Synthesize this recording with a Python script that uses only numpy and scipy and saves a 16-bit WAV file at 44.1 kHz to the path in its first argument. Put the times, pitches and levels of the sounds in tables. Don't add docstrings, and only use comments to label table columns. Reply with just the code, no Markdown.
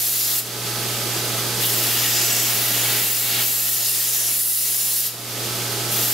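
import sys
import numpy as np
from scipy import signal
from scipy.fft import rfft, irfft, next_fast_len
from scipy.io import wavfile
from scipy.ndimage import uniform_filter1d

SR = 44100
rng = np.random.default_rng(int(sys.argv[2]) if len(sys.argv) > 2 else 0)


def persist_wave(psi):
    counts = np.round(np.clip(psi, -1, 1) * 32767).astype(np.int16)
    wavfile.write(sys.argv[1], SR, np.atleast_2d(counts).T)


N = 270333


def from_db(db):
    return 10 ** (np.asarray(db) / 20)


def rms_one(x):
    return x / np.sqrt(np.mean(x ** 2) + 1e-20)


def in_time(rows):
    s, *columns = np.transpose(rows)
    return np.array([np.interp(np.arange(N) / SR, s, column) for column in columns])


def at_hz(points, hz):
    at, value = np.transpose(points)
    return np.interp(np.log(hz + 1), np.log(at + 1), value)


def drift(rate_hz):
    step, run_in = 40, 2000
    r = np.exp(-2 * np.pi * step * rate_hz / SR)
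    noise = rng.standard_normal(N // step + run_in + 2)
    slow = signal.lfilter([1], [1, -2 * r, r * r], noise)[run_in:]
    return np.interp(np.arange(N) / step, np.arange(len(slow)), rms_one(slow))


def spread(mid_side, side_table, lean_table):
    size = next_fast_len(N)
    hz = np.arange(size // 2 + 1) * SR / size
    mid, side = rfft(mid_side, size)
    side = side * from_db(at_hz(side_table, hz))
    lean = from_db(at_hz(lean_table, hz) / 2)
    return irfft([(mid + side) * lean, (mid - side) / lean], size)[:, :N]


def belt_pattern(turns_per_s=7.63):
    turn = turns_per_s * np.arange(N) / SR
    patches = rng.standard_normal(32)
    return np.interp(turn % 1, np.linspace(0, 1, 33), np.append(patches, patches[0]))


def wavering_tone(hz, waver_hz):
    phase = 2 * np.pi * (hz * np.arange(N) + waver_hz * np.cumsum(drift(6.1))) / SR
    flicker = from_db(2.9 * np.tanh(waver_hz / 3) * drift(4.2))
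    return np.sqrt(2) * flicker * np.array([np.sin(phase), 0.25 * np.cos(phase)])


def motor_and_bearings():
    tone_hz = [59.5, 120, 239, 418, 836, 1314, 1550, 2783, 3262, 3521, 4100, 4462, 4753, 4959]
    # (level re machine level [dB], rms pitch waver [Hz])
    tones = [(-23.5, 1.3), (-0.2, 0.041), (-18.5, 2.92), (-11, 3.05), (-12, 1.2), (-17, 7.65), (-17, 8.06),
             (-23, 8.4), (-16.5, 8.55), (-25, 8.6), (-19, 11.1), (-16.5, 8.8), (-22, 7.2), (-30, 7.3)]
    return sum(from_db(level_db) * wavering_tone(hz, waver_hz)
               for hz, (level_db, waver_hz) in zip(tone_hz, tones))


def belt_rush(belt, level_db=8):
    # (frequency [Hz], relative spectral density [dB])
    rush_colour = [(20, -31), (45, -33), (90, -21.5), (130, -19), (160, -16.5), (364, -10), (900, -18.5),
                   (1900, -18), (3300, -16), (4800, -16.5), (7000, -18), (9000, -19.5), (13300, -18),
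                   (16000, -25)]
    # (frequency [Hz], width [Hz], lift [dB])
    frame = [(188, 40, 4.5), (342, 22, 3.5), (677, 82, 4), (1244, 130, 4), (3440, 87, 3), (4810, 140, 5),
             (6250, 210, 1.5), (10200, 290, 1.5)]
    hz = np.arange(N // 2 + 1) * SR / N
    colour_db = at_hz(rush_colour, hz)
    for top_hz, width_hz, lift_db in frame:
        colour_db += lift_db / (1 + (2 * (hz - top_hz) / width_hz) ** 2)
    white = rfft(rng.standard_normal((2, N)))
    rush = rms_one(irfft(white * from_db(colour_db), N))
    return rush * from_db(level_db + 0.19 * belt + 0.46 * drift(24))


def machine(belt, machine_db=-32):
    # (frequency [Hz], gain of the side signal [dB])
    machine_side = [(30, 0), (48, -4), (60, -11), (120, -8.5), (200, -17), (380, -12.5), (700, -7.5),
                    (1290, -8.5), (2380, -9), (4400, -5), (7000, -5), (10400, -3), (11300, -4),
                    (11800, -22), (16000, -30)]
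    # (frequency [Hz], left re right [dB])
    machine_lean = [(60, -1.0), (110, -1), (200, -1.5), (380, -3.0), (700, -4.5), (1290, -3.0),
                    (2380, -0.5), (4400, -1.5), (8120, -2.5), (15000, -3)]
    both = motor_and_bearings() + belt_rush(belt)
    return from_db(machine_db) * spread(both, machine_side, machine_lean)


def contact(touch_s=0.039, lift_s=0.067):
    # (time [s], pressure as control level of the grit hiss [dB])
    passes = [
        [(-.2, -18), (0.05, -10.5), (0.2, -11.5), (0.33, -13.5), (0.452, -9)],
        [(1.575, -29), (1.65, -23), (1.7, -23), (1.85, -23), (2.0, -22), (2.17, -22), (2.3, -21.5), (2.5, -21),
         (2.6, -21), (2.8, -22), (2.95, -22), (3.08, -15.5), (3.2, -14), (3.38, -21.5), (3.47, -13),
         (3.58, -12.5), (3.7, -12), (3.75, -10), (3.79, -14), (3.83, -15), (3.87, -11.5), (4.0, -9),
         (4.12, -12), (4.24, -13), (4.42, -9.5), (4.55, -7), (4.66, -9), (4.78, -8.5), (4.9, -9.5), (5.0, -8.5),
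         (5.06, -11.5), (5.142, -14)],
        [(5.88, -24), (6.0, -24.5), (6.13, -18.5), (6.3, -20)],
    ]
    # (level re hiss at middling pressure [dB], share of a pressure change followed)
    rings = [(-9.5, 0.027), (-5, 1), (-5, 1)]
    middling_db = -15
    heel_late_db, heel_settles_s = -14, 0.21
    t, touch, late_db = np.arange(N) / SR, np.zeros(N), np.zeros(N)
    for rows in passes:
        on, off = rows[0][0], rows[-1][0]
        ramp = np.minimum((t - on) / touch_s, (off - t) / lift_s)
        touch += np.clip(ramp, 0, 1) ** 2
        if on > 0:
            late_db += heel_late_db * np.exp(-abs(t - on) / heel_settles_s) * (t > on)
    hiss_db, = in_time([row for rows in passes for row in rows])
    heel, edge, tip = [level_db + (follows - 1) * (hiss_db - middling_db) for level_db, follows in rings]
    return touch * from_db(hiss_db), np.array([heel + late_db, edge, tip, 0 * hiss_db])


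def ring_db(hz, rings_db):
    places = np.log([2580, 5600, 10400, 12500])
    weights = np.array([np.interp(np.log(hz), places, one) for one in np.eye(4)])
    return weights @ rings_db


def blade(grains, rings_db):
    blade_hz = [1870, 1985, 2235, 2770, 2935, 3768, 4200, 5050, 5190, 5430, 5770, 5857, 6040, 6820, 7175,
                7550, 7900, 8540, 9100, 9350, 10372, 10900, 11030, 11420, 11720, 12380, 12900, 13440, 14280,
                15620]
    # (width [Hz], level re its ring [dB])
    blade_modes = [(50, -17.5), (35, -17.5), (30, -17), (50, -12.5), (40, -16), (46, -26), (60, -24),
                   (90, -20), (110, -16), (50, -24), (40, -18), (50, -25), (50, -16.5), (90, -11),
                   (50, -11.5), (60, -13), (80, -18.5), (80, -22), (100, -16), (90, -14), (130, -13),
                   (120, -17), (110, -17.5), (60, -15.5), (90, -13), (110, -27), (80, -34), (90, -17),
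                   (120, -20), (150, -14)]
    # (middle [s], length [s], mode [Hz], lift [dB])
    singing = [(.27, .1, 5050, 4), (1.8, .08, 3768, 6), (1.647, 0.089, 2935, 17), (2.16, 0.62, 5050, 15),
               (2.272, 0.45, 5740, 12), (2.33, 0.5, 7900, 15), (2.3, 0.34, 7175, 9), (2.1, 0.6, 1870, 7),
               (2.4, 0.22, 11420, 11), (2.78, 0.34, 6820, 7), (3.3, 0.34, 2235, 2.5),
               (3.44, 0.16, 6040, -1), (3.846, 0.15, 5190, 13), (3.9, 0.67, 1870, 8), (4.06, 0.13, 5190, 4),
               (3.87, .2, 10372, 7), (4.2, 0.4, 10372, 10), (.295, .3, 11720, -6), (4.267, 0.13, 11720, 7),
               (5.06, .16, 11720, 5), (2.8, 0.36, 2770, -1), (4.26, 0.2, 5857, 17), (4.49, 0.29, 1985, 10),
               (4.83, 0.34, 10372, 7), (4.2, .15, 10900, 12), (4.953, 0.18, 11030, 12), (2, 0.41, 2935, 8),
               (2.2, 0.44, 6820, 2), (2.45, .2, 5430, 12), (4.5, .2, 12380, 6), (4.4, .1, 12900, 6)]
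    step = 8
    t, out = np.arange(0, N, step) / SR, 0
    for k, (hz, (width_hz, level_db)) in enumerate(zip(blade_hz, blade_modes)):
        r = np.exp(-np.pi * width_hz / SR)
        poles = [1, -2 * r * np.cos(2 * np.pi * hz / SR), r * r]
        mode = signal.lfilter([1, 0, -1], poles, grains[k % 2])
        swell_db = (1.7 * drift(4.9) + 2.5 * drift(30))[::step]
        for middle, length, mode_hz, lift_db in singing:
            nearest = np.argmin(abs(np.log(mode_hz / np.array(blade_hz))))
            if nearest == k:
                swell_db += lift_db * np.exp(-(2 * (t - middle) / length) ** 2)
        swell_db = np.repeat(swell_db, step)[:N]
        out = out + rms_one(mode) * from_db(level_db + ring_db(hz, rings_db) + swell_db)
    return out


def grit_hiss(grains, rings_db):
    # (frequency [Hz], relative spectral density [dB])
    grit = [(500, -15), (1000, -4.5), (1700, -2.5), (2800, 4), (4200, 4.5), (6500, -0.5), (8200, 1.5),
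            (9700, 3), (10800, 4), (11900, 4.5), (13200, 2), (14600, -1), (16000, -1)]
    # (middle [s], length [s], centre [Hz], width [octaves], lift [dB])
    scrapes = [(0.27, 0.17, 4800, 0.6, 4), (1.645, 0.068, 3330, 0.43, 11.5), (1.66, .06, 11500, .4, 1.5),
               (2.26, 0.6, 6300, 0.5, 9), (2.1, 0.52, 3000, 0.46, 2.5), (2.962, 0.073, 3300, .9, 2),
               (3.39, 0.14, 2900, 1, 5), (3.848, 0.098, 4400, .5, 3), (4.198, 0.23, 6400, 0.52, 7.5),
               (4.55, 0.78, 9900, 0.27, 4.5), (4.403, 0.27, 11500, 0.36, 4), (4.9, 0.3, 11800, 0.28, -2.5),
               (4.13, 0.46, 2800, 0.66, 2.5), (5.0, 0.37, 4500, .8, 1.5), (4.97, 0.18, 13000, .4, 1.5)]
    edges_hz = np.linspace(500 ** .3, 17000 ** .3, 19) ** (1 / .3)
    step = 16
    t, out = np.arange(0, N, step) / SR, 0
    for k, (low, high) in enumerate(zip(edges_hz, edges_hz[1:])):
        hz = np.sqrt(low * high)
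        band_pass = signal.butter(2, [low, high], "band", fs=SR, output="sos")
        band = signal.sosfilt(band_pass, grains[k % 2])
        scrape_db = np.zeros(len(t))
        for middle, length, centre_hz, octaves, lift_db in scrapes:
            in_pitch = (2 * np.log2(hz / centre_hz) / octaves) ** 2 / 2
            scrape_db += lift_db * np.exp(-in_pitch - (2 * (t - middle) / length) ** 2)
        level_db = at_hz(grit, hz) + 4.5 + np.repeat(scrape_db, step)[:N] + ring_db(hz, rings_db)
        flutter_db = 0.64 * drift(3.8) + 0.93 * drift(23)
        out = out + band * from_db(level_db + flutter_db)
    return out


def tool_rest(heel_db, follows=1.24):
    rest_hz = [701, 1405, 1661]
    rest_db = [-15.5, -18.5, -18.5]
    return sum(wavering_tone(hz, waver_hz=2.49) * from_db(level_db + follows * heel_db)
               for hz, level_db in zip(rest_hz, rest_db))


def grinding(belt):
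    # (frequency [Hz], rms swing [dB])
    shake = [(45.7, .2), (120, .25)]
    # (frequency [Hz], gain of the side signal [dB])
    grind_side = [(700, -12.5), (1290, -9), (2380, -12.5), (4400, -8), (7000, -5.5), (10400, -4.5),
                  (11300, -6), (11700, -42), (16000, -52)]
    # (frequency [Hz], left re right [dB])
    grind_lean = [(60, -0.5), (110, -1.0), (200, -3), (380, -2.5), (700, -5), (1290, -0.5), (2380, -1),
                  (4400, 1), (8120, -0.4), (15000, 0.6)]
    hiss, rings_db = contact()
    grains = rng.standard_normal((2, 2, N))
    sound = blade(grains[..., ::-1], rings_db) + grit_hiss(grains, rings_db) + tool_rest(rings_db[0])
    shake_db = sum(swing_db * wavering_tone(hz, waver_hz=0.98)[0] for hz, swing_db in shake)
    together_db = 0.49 * drift(18) + 0.29 * belt + shake_db
    return spread(sound * hiss * from_db(together_db), grind_side, grind_lean)


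def workshop(x, t60_s=0.58, wash_db=-8.5):
    t = np.arange(SR // 2) / SR
    wash = rng.standard_normal(len(t)) * from_db(-60 * t / t60_s) * (t > .004)
    wash = wash / np.sqrt(np.sum(wash ** 2)) * from_db(wash_db)
    middle_band = signal.butter(1, [910, 10900], "band", fs=SR, output="sos")
    wash = signal.sosfilt(middle_band, wash)
    return x + signal.fftconvolve(x, wash[None], axes=1)[:, :N]


def gain_control(x):
    sense_hz, ceiling_db, cut_share = 7560, -22.5, 0.96
    attack_s, recovery_db_per_s = 0.019, 32.5
    memory_s, memory_share = 0.5, 0.26
    step = 220
    dt = step / SR
    high_pass = signal.butter(2, sense_hz, "high", fs=SR, output="sos")
    treble = signal.sosfilt(high_pass, x.mean(axis=0))
    power = uniform_filter1d(treble ** 2, size=1800)[::step]
    over_db = np.maximum(10 * np.log10(power + 1e-12) - ceiling_db, 0) * cut_share
    cut_db = np.zeros(len(over_db))
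    now = memory = over_db[0]
    for k, wanted in enumerate(over_db):
        memory += (now - memory) * dt / memory_s
        wanted = max(wanted, memory_share * memory)
        if wanted > now:
            now = now + (wanted - now) * min(dt / attack_s, 1)
        else:
            now = max(wanted, now - recovery_db_per_s * dt)
        cut_db[k] = now
    return x * from_db(-np.interp(np.arange(N), step * np.arange(len(cut_db)), cut_db))


def scene():
    belt = belt_pattern()
    return workshop(machine(belt) + grinding(belt))


def record(dry):
    low_pass = signal.ellip(14, .3, 65, 15740, fs=SR, output="sos")
    return signal.sosfilt(low_pass, gain_control(dry))


dry = scene()
out = record(dry)
persist_wave(out)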